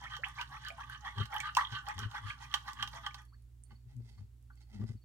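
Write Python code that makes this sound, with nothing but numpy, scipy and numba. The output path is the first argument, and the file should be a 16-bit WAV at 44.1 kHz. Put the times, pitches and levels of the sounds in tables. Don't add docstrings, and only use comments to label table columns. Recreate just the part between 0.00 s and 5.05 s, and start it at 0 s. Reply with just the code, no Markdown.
import sys
import numpy as np
from scipy import signal
from scipy.fft import rfft, irfft
from scipy.io import wavfile
from scipy.ndimage import uniform_filter1d
from numba import njit

SR = 44100
rng = np.random.default_rng(int(sys.argv[2]) if len(sys.argv) > 2 else 0)


def output_pcm(signal):
    pcm = np.clip(np.atleast_2d(signal).T, -1, 1) * 32767
    wavfile.write(sys.argv[1], SR, np.round(pcm).astype(np.int16))


N = 222521
TIME = np.arange(N) / SR
SIDES = np.array([[1], [-1]])


def undb(db):
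    return 10 ** (np.asarray(db) / 20)


def unit(x):
    return x / np.sqrt(np.mean(x ** 2))


def add(track, s, sound):
    i = max(int(s * SR), 0)
    track[i:i + len(sound)] += sound[:max(N - i, 0)]


def colour(x, points, size=8192):
    hz, db = np.transpose(points)
    bin_hz = np.fft.rfftfreq(size, 1 / SR)
    log_gain = np.log(undb(np.interp(np.log(bin_hz + 1), np.log(hz), db)))
    fold = np.r_[1, np.full(size // 2 - 1, 2), np.zeros(size // 2)]
    cepstrum = irfft(log_gain) * fold
    return signal.fftconvolve(x, irfft(np.exp(rfft(cepstrum))))[:len(x)]


def walk(rate_hz):
    k = int(SR / rate_hz)
    steps = np.repeat(rng.standard_normal(N // k + 1), k)
    return uniform_filter1d(steps, k)[:N]


def swell(s, rise_s, fall_s, edge=1.14):
    d = TIME - s
    u = np.abs(d / np.where(d < 0, rise_s, fall_s))
    near, push = u < 5, np.zeros(N)
    push[near] = np.exp(-u[near] ** edge)
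    return push


def grains(rate_hz, spread_db):
    size = undb(spread_db * np.minimum(rng.exponential(size=N), 4))
    struck = rng.random(N) < rate_hz / SR
    return unit(struck * size * rng.choice([-1, 1], N))


def burst(decay_s, size=2048):
    spray = rng.standard_normal(size) * np.exp(-np.arange(size) / SR / decay_s)
    return spray / np.linalg.norm(spray)


@njit
def resonate(x, hz, width_hz):
    y, band, low = np.empty(len(x)), 0., 0.
    for i in range(len(x)):
        g, k = np.tan(np.pi * hz[i] / SR), width_hz / hz[i]
        v = (band + g * (x[i] + 1e-18 - low)) / (1 + g * (g + k))
        band, low, y[i] = 2 * v - band, low + 2 * g * v, k * v
    return y


def upper(hz, split_hz=1400):
    return 1 / (1 + (split_hz / hz) ** 8)


def stirring(front_db=0.5, flank_db=-6.5):
    front = scraping() + splashing() + hollow()
    flank = scraping() + splashing()
    return undb(front_db) * front + undb(flank_db) * SIDES * flank


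# time of the push in seconds,
# back-swing level in dB, push level in dB, spray of the back-swing in dB, spray of the push in dB.
TURNS = [(.04, -56, -50, -69, -66.5), (.275, -50, -51, -71, -65.5), (0.543, -50, -48, -66.5, -70.5),
         (.807, -52.5, -48.5, -70, -73), (1.068, -52.5, -44, -70.5, -69), (1.346, -46.5, -40.5, -66, -68),
         (1.608, -43.5, -41, -70, -59.5), (1.896, -46.5, -43, -59.5, -68.5),
         (2.162, -47, -44.5, -66, -64.5), (2.428, -48.5, -51.5, -68, -64),
         (2.687, -54.5, -47.5, -70, -63.5), (2.956, -50.5, -50.5, -66, -62.5),
         (3.194, -57, -60.5, -77, -73)]
BACK_LEAD_S = 0.14
PUSH_RISE_S, PUSH_FALL_S, PUSH_BRIGHT_DB = 0.028, 0.026, -3
BACK_RISE_S, BACK_FALL_S, BACK_BRIGHT_DB = 0.037, 0.026, 6.5
DULLING_DB_PER_DB, USUAL_DB = 0.34, -46.5


def sweeps():
    rows = []
    for s, back_db, push_db, back_spray_db, push_spray_db in TURNS:
        back = (s - BACK_LEAD_S, BACK_RISE_S, BACK_FALL_S, back_db, BACK_BRIGHT_DB, back_spray_db)
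        push = (s, PUSH_RISE_S, PUSH_FALL_S, push_db, PUSH_BRIGHT_DB, push_spray_db)
        for when, rise, fall, db, bright_db, spray_db in (back, push):
            force_bright_db = bright_db - DULLING_DB_PER_DB * (db - USUAL_DB)
            rows.append((when, rise, fall, db, force_bright_db, spray_db))
    return [row for row in rows if row[0] > 0]


def turn_angle():
    return 2 * np.pi * np.interp(TIME, np.transpose(TURNS)[0], np.arange(len(TURNS)))


# frequency in Hz, width in Hz before the player's ring factor, level in dB.
BOWL_MODES = [(828, 35.2, 5), (932.5, 56.7, -1.5), (1054, 55, 3), (1147.3, 58, 5), (1200.8, 23, 4),
              (1400, 56, -7), (1504, 36, 2), (1677, 130, -4.5), (1744, 26, 0), (1880, 120, -4.5),
              (2040, 90, -12.5), (2854, 60, -17.5), (2910, 85, -10), (3048, 50, -9), (3168, 134, -3.5),
              (3376, 150, -10), (3644, 390, -20), (4480, 734, -29), (5510, 92, -36.5), (5756, 170, -23),
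              (7070, 170, -37), (8590, 400, -33.5)]
# frequency in Hz, favour in dB.
PUSH_FAVOUR = [(843, 6), (1030, 2.5), (1190, -0.5), (1600, -5), (1900, 5), (2800, -5.5), (3200, 0),
               (3420, 7.5), (4200, -12), (5750, 9.5), (8400, 8)]


def scraping(level_db=-2.0, slosh=0.0095, swirl=0.027, lift=0.035, sag=.03, ring=0.8, place_db=2,
             climb_db=5, climb_s=0.018, rest_db=-74, flicker_db=2.0):
    strokes = sweeps()
    pushes = np.array([swell(s, rise, fall) * undb(db) for s, rise, fall, db, _, _ in strokes]) ** 2
    peak_s, _, _, _, bright_db, _ = np.transpose(strokes)
    resting = undb(rest_db) * (TIME < peak_s[-1])
    swing, pushing = np.sin(turn_angle()), np.cos(turn_angle())
    favour_hz, favour_db = np.transpose(PUSH_FAVOUR)
    current_peak_s = peak_s @ pushes / (pushes.sum(axis=0) + 1e-30)
    height = np.tanh((TIME - current_peak_s) / climb_s)
    friction, depth = grains(rate_hz=1200, spread_db=4.0), walk(25)
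    low_bend = lift * height * np.maximum(pushing, 0) + sag * (1 - pushing) / 2
    body, power = np.zeros(N), 0
    for k, (hz, width_hz, db) in enumerate(BOWL_MODES):
        high = upper(hz)
        weight_db = bright_db * high + place_db * rng.uniform(-2.75, 2.46, len(strokes))
        climb_tilt_db = climb_db * height * min(np.log2(hz / 1250), .5)
        tilt_db = climb_tilt_db + np.interp(hz, favour_hz, favour_db) * pushing
        force = np.sqrt(undb(2 * weight_db) @ pushes) * undb(tilt_db + flicker_db * walk(45)) + resting
        bend = slosh * (depth + walk(18)) + swirl * high * swing + (1 - high) * low_bend
        body += (-1) ** k * undb(db) * resonate(friction * force, hz * (1 + bend), ring * width_hz)
        power += undb(2 * db) * np.pi * ring * width_hz / SR * (1 - high)
    return undb(level_db) * body / np.sqrt(power)


# frequency in Hz, gain in dB.
SPRAY_COLOUR = [(200, -12), (500, -26), (800, -2), (1800, -9), (2500, -11.5), (3300, -3), (4200, -3.5),
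                (5000, -5.5), (5800, -3), (7000, -7.5), (10000, -11.5), (15000, -17.5)]


def splashing(level_db=2.0, spray_s=0.0022, patchy_db=2, band_db=4.0, rest_db=-78, count=7):
    force = np.sqrt(sum((swell(s, rise, fall) * undb(db)) ** 2 for s, rise, fall, _, _, db in sweeps()))
    force = force + undb(rest_db) * (TIME < TURNS[-1][0])
    edges_hz = np.geomspace(1200, 16000, count + 1)
    spray = 0
    for band_hz in zip(edges_hz, edges_hz[1:]):
        impacts = grains(rate_hz=540, spread_db=5.5) ** 2
        drops = signal.lfilter([1], [1, -np.exp(-1 / (SR * spray_s))], impacts)
        bandpass = signal.butter(2, band_hz, "bandpass", fs=SR, output="sos")
        crackle = signal.sosfilt(bandpass, np.sqrt(drops) * rng.standard_normal(N))
        spray = spray + crackle * undb(band_db * walk(45))
    return undb(level_db + patchy_db * walk(60)) * unit(colour(spray, SPRAY_COLOUR)) * force


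def hollow(level_db=-5, centre_hz=1600, swing_octaves=.3, lag_rad=1.3, wander_octaves=0.077,
           width_hz=35, late_s=0.0071):
    force = np.sqrt(sum((swell(s + late_s, rise, fall) * undb(db)) ** 2 for s, rise, fall, db, _, _ in sweeps()))
    octaves = swing_octaves * np.cos(turn_angle() - lag_rad) + wander_octaves * walk(22)
    note = resonate(grains(rate_hz=500, spread_db=2.5), centre_hz * 2 ** octaves, float(width_hz))
    return undb(level_db) * force * unit(note)


# start in seconds, level in dB, brightness in dB, click in dB.
ONSETS = [(.135, -37.5, 2, -16), (0.166, -35.5, 8, -1), (.264, -36, -20, -25.5), (0.376, -36.5, -16, -29),
          (.412, -36, 11, 3.5), (0.515, -41, -35, -24), (1.182, -31.5, 9, -11), (1.255, -44.5, 0, 5),
          (1.326, -35, -8, -18), (1.4024, -36, 17.5, 5), (1.568, -20.5, -26, 3), (1.609, -29.5, 4.5, -27),
          (1.723, -37, 8.5, -5), (1.867, -34.5, 4, -29), (1.98, -36, 4, -5), (2.113, -48, -4, 5),
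          (2.148, -33, -31, -18), (2.514, -44, 28, -20.5), (2.540, -18.5, 14, -2.5), (2.679, -30, -6, -17),
          (2.826, -23.5, 13, -2), (2.875, -38, 12.5, 2), (3.064, -24.5, 8, -7.5), (3.144, -38, 6, 4.5),
          (3.706, -54, -5.5, -21.5), (4.178, -60.5, -11.5, -23.5), (4.501, -58, -25, -19.5),
          (4.812, -52.5, -14, -22), (4.888, -61.5, 0, -14)]
# frequency in Hz, gain in dB.
CLICK_COLOUR = [(300, -21.5), (1000, -4.5), (3000, 7.5), (5500, 2.5), (8000, -2.5), (11000, -9.5),
                (15000, -8.5)]


def sharp_onsets(ring=0.67, detune=0.0086, crack_s=0.005, crack_db=-3, size=8192):
    out, blow = np.zeros(N), signal.unit_impulse(size)
    for s, db, bright_db, click_db in ONSETS:
        body = np.zeros(size)
        for k, (hz, width_hz, mode_db) in enumerate(BOWL_MODES):
            tuned_hz = np.full(size, hz * (1 + detune * rng.standard_normal()))
            gain = (-1) ** k * undb(mode_db + bright_db * upper(hz, split_hz=2170))
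            body += gain * resonate(blow, tuned_hz, ring * width_hz)
        crack = colour(burst(crack_s, size=size), CLICK_COLOUR)
        crack = undb(click_db + crack_db) * crack / np.abs(crack).max()
        add(out, s, undb(db) * (body / np.abs(body).max() + crack))
    return out


def bubble(first_hz, last_hz, length_s, attack_cycles=1.8, damping=0.74, wobble=0.035, ragged=0.36,
           froth_db=-13, wobble_cycles=3):
    u = np.arange(int(2 * length_s * SR)) / (length_s * SR)
    span, cycle = int(wobble_cycles * SR / first_hz), int(SR / first_hz)
    noise = rng.standard_normal((2, len(u)))
    shape, strength = uniform_filter1d(uniform_filter1d(noise, span), span) * np.sqrt(span)
    glide_hz = first_hz + (last_hz - first_hz) * np.minimum(u, 1.1)
    phase = 2 * np.pi * np.cumsum(glide_hz * (1 + wobble * shape)) / SR
    froth = uniform_filter1d(uniform_filter1d(rng.standard_normal(len(u)), 2 * cycle), cycle) * np.sqrt(2 * cycle)
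    tone = np.sin(phase) * (1 + ragged * strength) + undb(froth_db) * froth * np.cos(phase)
    attack = 1 - np.exp(-(u * length_s * first_hz / attack_cycles) ** 2)
    return tone * attack * np.exp(-damping * u - 2 * u ** 5.9)


# start in seconds,
# first pitch in Hz, rise in octaves, ring time in seconds, level in dB.
BUBBLES = [(0.054, 1280, 1.03, 0.029, -41.5), (0.186, 444, 0.93, 0.054, -53), (.234, 1510, 1.15, .016, -28),
           (0.24, 1750, 0.38, 0.011, -37), (.25, 2650, 0.44, 0.013, -45), (0.385, 2110, 0.36, 0.016, -39),
           (.389, 1014, -0.13, .022, -34.5), (.411, 2840, 0.04, .008, -35), (0.65, 1640, 0.17, 0.011, -37),
           (.701, 674, -0.061, 0.033, -42.5), (.7025, 2270, .12, 0.0065, -35.5),
           (.897, 1600, -0.021, 0.01, -38.5), (1.068, 1710, 0.32, 0.016, -41),
           (1.364, 3040, .043, 0.011, -32.5), (1.393, 1580, 0.85, .014, -37),
           (1.403, 2150, 0.12, 0.016, -33.5), (1.551, 3090, -0.36, .007, -36),
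           (1.5666, 879, 0.43, 0.019, -18.5), (1.582, 1486, .6, .016, -26.5),
           (1.585, 1150, 0.38, 0.022, -32), (1.61, 1100, .1, 0.023, -33.5), (1.621, 1900, .15, 0.0078, -46),
           (1.649, 3170, 0.071, .01, -35), (1.670, 2680, 0.61, 0.0039, -37),
           (2.302, 2100, .37, 0.0096, -35.5), (2.795, 1482, .4, 0.034, -42.5),
           (2.938, 637, 0.11, .05, -47.5), (2.977, 2380, -0.21, .007, -51),
           (3.108, 2095, 0.25, 0.0082, -46), (3.322, 1000, 1.08, 0.036, -65.5),
           (3.6372, 8960, -0.028, 0.0015, -38.5), (4.501, 1448, 0.072, 0.015, -54)]


def prominent_bubbles():
    out = np.zeros(N)
    for s, hz, octaves, length_s, db in BUBBLES:
        add(out, s, undb(db) * bubble(hz, hz * 2 ** octaves, length_s))
    return out


def burbling(level_db=-2, centre_hz=1600, spread_octaves=.75, spread_db=4, cycles=17, glide_octaves=.25,
             rise_octaves_per_s=7, bright_octaves_per_db=.035, count=11):
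    out = np.zeros(N)
    for s, rise, fall, db, bright_db, _ in sweeps():
        for when, pitch, strength, glide in rng.uniform(-1, 1, (count, 4)):
            late_s = when * (rise if when < 0 else fall)
            octaves = spread_octaves * pitch + rise_octaves_per_s * late_s + bright_octaves_per_db * bright_db
            hz = centre_hz * 2 ** octaves
            gain = undb(db + level_db + spread_db * strength) * min(centre_hz / hz, 1)
            add(out, s + late_s, gain * bubble(hz, hz * 2 ** (glide_octaves * (1 + glide)), cycles / hz))
    return out


def fizz(level_db=-4.5, centre_hz=4200, spread_octaves=1.1, spread_db=6, cycles=13, count=36):
    out = np.zeros(N)
    for s, rise, fall, _, _, spray_db in sweeps():
        for when, pitch, strength in rng.uniform(-1.1, 1, (count, 3)):
            hz = centre_hz * 2 ** (spread_octaves * pitch)
            late_s = (rise if when < 0 else fall) * 1.2 * when * abs(when)
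            gain = undb(spray_db + level_db + spread_db * strength)
            add(out, s + late_s, gain * bubble(hz, hz, cycles / hz))
    return out


# start in seconds, level in dB, pitch of the tick in Hz.
DROPLETS = [(0.2847, -42.5, 9050), (0.6491, -43, 4750), (.672, -54, 6030), (0.6846, -36.5, 5200),
            (0.8977, -42.5, 12100), (1.3418, -36, 13000), (1.3635, -39, 11500), (1.3836, -40, 6560),
            (1.4027, -31, 6700), (1.5502, -29.5, 4700), (1.8861, -35.5, 5960), (1.9911, -30.5, 4295),
            (2.5287, -51, 6200), (2.733, -38.5, 5700), (2.887, -47, 14600), (3.2193, -53.5, 10960),
            (3.2529, -54, 9020), (3.4228, -60, 9610), (3.9665, -57, 8520), (4.4262, -60.5, 8450),
            (4.556, -59.5, 8000)]


def dripping(tick_db=10, tick_s=0.00061, width_ratio=.4, splat_db=3, splat_s=0.0038):
    out = np.zeros(N)
    for s, db, hz in DROPLETS:
        hit = burst(tick_s)
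        tick = resonate(hit, np.full(len(hit), float(hz)), width_ratio * hz)
        tick = undb(tick_db) * tick / np.linalg.norm(tick)
        add(out, s, undb(db) * (tick + undb(splat_db) * burst(splat_s)))
    return out


RISE_SHARE = 0.436


def nudge(s, length_s):
    return swell(s, RISE_SHARE * length_s, (1 - RISE_SHARE) * length_s)


# peak in seconds, length in seconds, level in dB, brightness in dB.
SKIMS = [(3.724, 0.045, -64.5, -15.5), (3.913, 0.051, -72.5, -1), (4.093, 0.083, -73.5, 10),
         (4.198, 0.04, -71, -1.5), (4.58, 0.026, -78.5, 5.5), (4.618, 0.033, -76, 9),
         (4.745, 0.067, -63.5, -0.5), (4.812, 0.089, -64, -28), (4.897, 0.057, -75, 13)]
# frequency in Hz, gain in dB.
SKIM_COLOUR = [(150, -15), (330, -12.5), (520, 1), (850, 14.5), (1100, -11), (1500, -4.5), (2000, -4),
               (2600, -8), (3200, -13), (4000, -3), (5300, -7), (7000, -3), (9500, -5), (15000, -29.5)]
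# frequency in Hz, width in Hz, level in dB.
SPOON_MODES = [(1450, 120, 9.2), (2058, 130, 15.5), (2550, 130, 10.4), (3130, 160, 17), (4576, 210, 7),
               (5130, 180, 5.5)]


def skimming(ring_db=2, rough_db=2.0, dip=0.03):
    rub = colour(grains(rate_hz=800, spread_db=2.0), SKIM_COLOUR) * undb(rough_db * walk(90))
    ring = sum(undb(db) * resonate(rub, hz * (1 + dip * walk(14)), float(width_hz))
               for hz, width_hz, db in SPOON_MODES)
    rub = unit(rub + undb(ring_db) * ring)
    dull = signal.sosfilt(signal.butter(1, 2500, fs=SR, output="sos"), rub)
    out = np.zeros(N)
    for s, length_s, db, bright_db in SKIMS:
        out += nudge(s, length_s) * undb(db) * (dull + undb(bright_db) * (rub - dull))
    return out


# peak in seconds, length in seconds, level in dB,
# judder in Hz, overtone in dB, counter knock in dB, the last two relative to the level.
THUDS = [(1.186, 0.033, -36.5, 100.8, -15, -22.5), (1.216, 0.029, -28.5, 112.6, -24.5, -26.5),
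         (1.732, 0.03, -37, 118.2, -25, -27), (1.986, 0.05, -40.5, 95.5, -15, -24.5),
         (2.028, 0.02, -45.5, 124.9, -10, -7), (2.059, 0.036, -32.5, 107.9, -24, -32),
         (2.26, 0.045, -37, 108.2, -40.5, -39), (2.812, 0.17, -50, 118.7, -16.5, -33),
         (3.729, 0.033, -54.5, 112.3, -5.5, -19), (3.872, 0.035, -52, 112.8, -24, -31),
         (3.991, 0.07, -39, 121.1, -17.5, -34), (4.114, 0.055, -59, 119.4, -11, -19.5),
         (4.213, 0.0607, -43.5, 100.3, -21, -34.5), (4.76, 0.05, -48, 111.5, -2, -26.5),
         (4.807, 0.032, -37, 105.7, -4.5, -27.5), (4.84, 0.034, -35, 117.6, -9, -28),
         (4.905, 0.026, -35.5, 111.3, -12, -25.5), (4.955, 0.024, -41, 103.8, -15.5, -35)]
# frequency in Hz, gain in dB.
THUD_COLOUR = [(30, -28.5), (70, -5), (105, -7.5), (135, 2.5), (165, -19.5), (225, -14), (280, -22),
               (420, -38), (800, -67.5)]
# frequency in Hz, gain in dB.
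RATTLE_COLOUR = [(100, -50.5), (170, 5.5), (230, 5), (275, 0), (330, -2.5), (450, -28), (900, -49)]


def rocking(waver=0.0519, rough_db=-13, octave_db=1, rattle_db=-6, counter_hz=400, counter_width_hz=45,
            pan_db=5, lag_rad=0.125):
    _, _, _, judder_hz, overtone_db, knock_db = np.transpose(THUDS)
    pushes = np.array([nudge(s, length_s) * undb(db) for s, length_s, db, *_ in THUDS]) + 1e-12
    force, overtone = pushes.sum(axis=0), undb(overtone_db) @ pushes
    pitch_hz = judder_hz @ pushes / force * (1 + waver * walk(30))
    phase = 2 * np.pi * np.cumsum(pitch_hz) / SR + lag_rad * SIDES / 2
    rough = np.array([unit(colour(rng.standard_normal(N), THUD_COLOUR)) for _ in SIDES])
    rattle = np.array([unit(colour(rng.standard_normal(N), RATTLE_COLOUR)) for _ in SIDES])
    judder = force * (1.085 * np.sin(phase) + undb(rough_db) * rough)
    counter = resonate(grains(rate_hz=250, spread_db=6.0), np.full(N, float(counter_hz)), float(counter_width_hz))
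    knock = (undb(knock_db) @ pushes) * unit(counter)
    buzz = overtone * (undb(octave_db) * np.sin(2 * phase) + undb(rattle_db) * rattle)
    return (judder + knock + buzz) * undb(pan_db * SIDES / 2)


def churning(level_db=-63):
    rumble = unit(colour(rng.standard_normal(N), THUD_COLOUR))
    return undb(level_db) * rumble * np.interp(TIME, [3.05, 3.3], [1, 0])


# frequency in Hz, gain in dB.
LEFT_COLOUR = [(100, -16), (700, -3), (1300, 4.5), (2400, -1), (4400, 2.5), (8000, -16), (15000, -10.5)]
RIGHT_COLOUR = [(100, 8), (700, -1.5), (1300, 2.5), (2400, 4), (4400, 6.5), (8000, 2), (15000, 0.5)]
# frequency in Hz, gain in dB.
ROOM_COLOUR = [(100, -10), (600, 5), (1500, -3), (4000, -4), (9000, 2), (15000, -1.5)]


def kitchen(sound, early_db=-7, early_s=0.0098, tail_db=-11, t60_s=0.23, treble_t60_s=0.19, treble_hz=5000,
            left_direct_db=-3.5, right_direct_db=-1.0, left_lag_s=.0001):
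    t, out = TIME[:SR // 2], []
    sides = ((LEFT_COLOUR, left_direct_db, left_lag_s), (RIGHT_COLOUR, right_direct_db, 0))
    lowpass = signal.butter(2, treble_hz, fs=SR, output="sos")
    fade, treble_fade = (np.exp(-np.log(1000) * t / s) for s in (t60_s, treble_t60_s))
    for x, (side_colour, direct_db, lag_s) in zip(sound, sides):
        early = rng.standard_normal(len(t)) * np.exp(-t / early_s) * (t > .0006)
        wash = rng.standard_normal(len(t)) * (t > .006)
        low = signal.sosfiltfilt(lowpass, wash)
        tail = (low * fade + (wash - low) * treble_fade) / np.linalg.norm(wash * fade)
        echo = colour(undb(early_db) * early / np.linalg.norm(early) + undb(tail_db) * tail, ROOM_COLOUR)
        echo[int(lag_s * SR)] += undb(direct_db)
        out.append(colour(signal.fftconvolve(x, echo)[:N], side_colour))
    return np.array(out)


CHIRPS = [3.227, 3.648, 4.073, 4.517, 4.959]


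def cricket(hz=4500, sag_hz=170, waver=0.014, level_db=-78, grow_db=3.5, period_s=.0485, stroke_s=.034,
            wet_db=-3, decay_s=0.05, count=3):
    out, u = np.zeros(N), np.arange(int(stroke_s * SR)) / (stroke_s * SR)
    for s in CHIRPS:
        for k in range(count):
            pitch_hz = (hz - sag_hz * u ** 2) * (1 + waver * walk(400)[:len(u)])
            stroke = np.sin(np.pi * u) ** 2 * np.sin(2 * np.pi * np.cumsum(pitch_hz) / SR)
            add(out, s + k * period_s, undb(level_db + grow_db * k) * stroke)
    wet = np.array([signal.fftconvolve(out, burst(decay_s, size=16384))[:N] for _ in SIDES])
    return out + undb(wet_db) * wet


# frequency in Hz, level in dB rms before panning.
HUM = [(59.3, -57.5), (118.5, -63), (237, -92.5)]
# frequency in Hz, gain in dB.
RUMBLE_COLOUR = [(20, -22.5), (35, -19.5), (50, 5.5), (75, 0.5), (110, 0.5), (160, -18.5), (250, -17.5),
                 (500, -42)]
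# frequency in Hz, gain in dB.
AIR_COLOUR = [(150, -30), (250, -1.5), (263, -15.5), (313, -10), (576, -25), (2490, -28.5), (5930, -33),
              (7310, -30.5), (16000, -37.5)]


def background(rumble_db=-66, hum_pan_db=-4.0, air_db=-77.24):
    hum = np.zeros(N)
    for hz, db in HUM:
        hum += np.sqrt(2) * undb(db + walk(1.4)) * np.sin(2 * np.pi * (hz * TIME + rng.random()))
    rumble = undb(rumble_db) * unit(colour(rng.standard_normal(N), RUMBLE_COLOUR))
    hiss = np.array([unit(colour(rng.standard_normal(N), AIR_COLOUR)) for _ in SIDES])
    return (hum + rumble) * undb(hum_pan_db * SIDES / 2) + undb(air_db) * hiss


def scene():
    wall = kitchen(stirring() + sharp_onsets() + skimming())
    liquid = prominent_bubbles() + burbling() + dripping() + fizz()
    surface = kitchen(np.tile(liquid, (2, 1)))
    return wall + surface + rocking() + churning() + cricket() + background()


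def record(dry, top_hz=15900):
    return signal.sosfilt(signal.ellip(8, .2, 70, top_hz, fs=SR, output="sos"), dry)


dry = scene()
out = record(dry)
output_pcm(out)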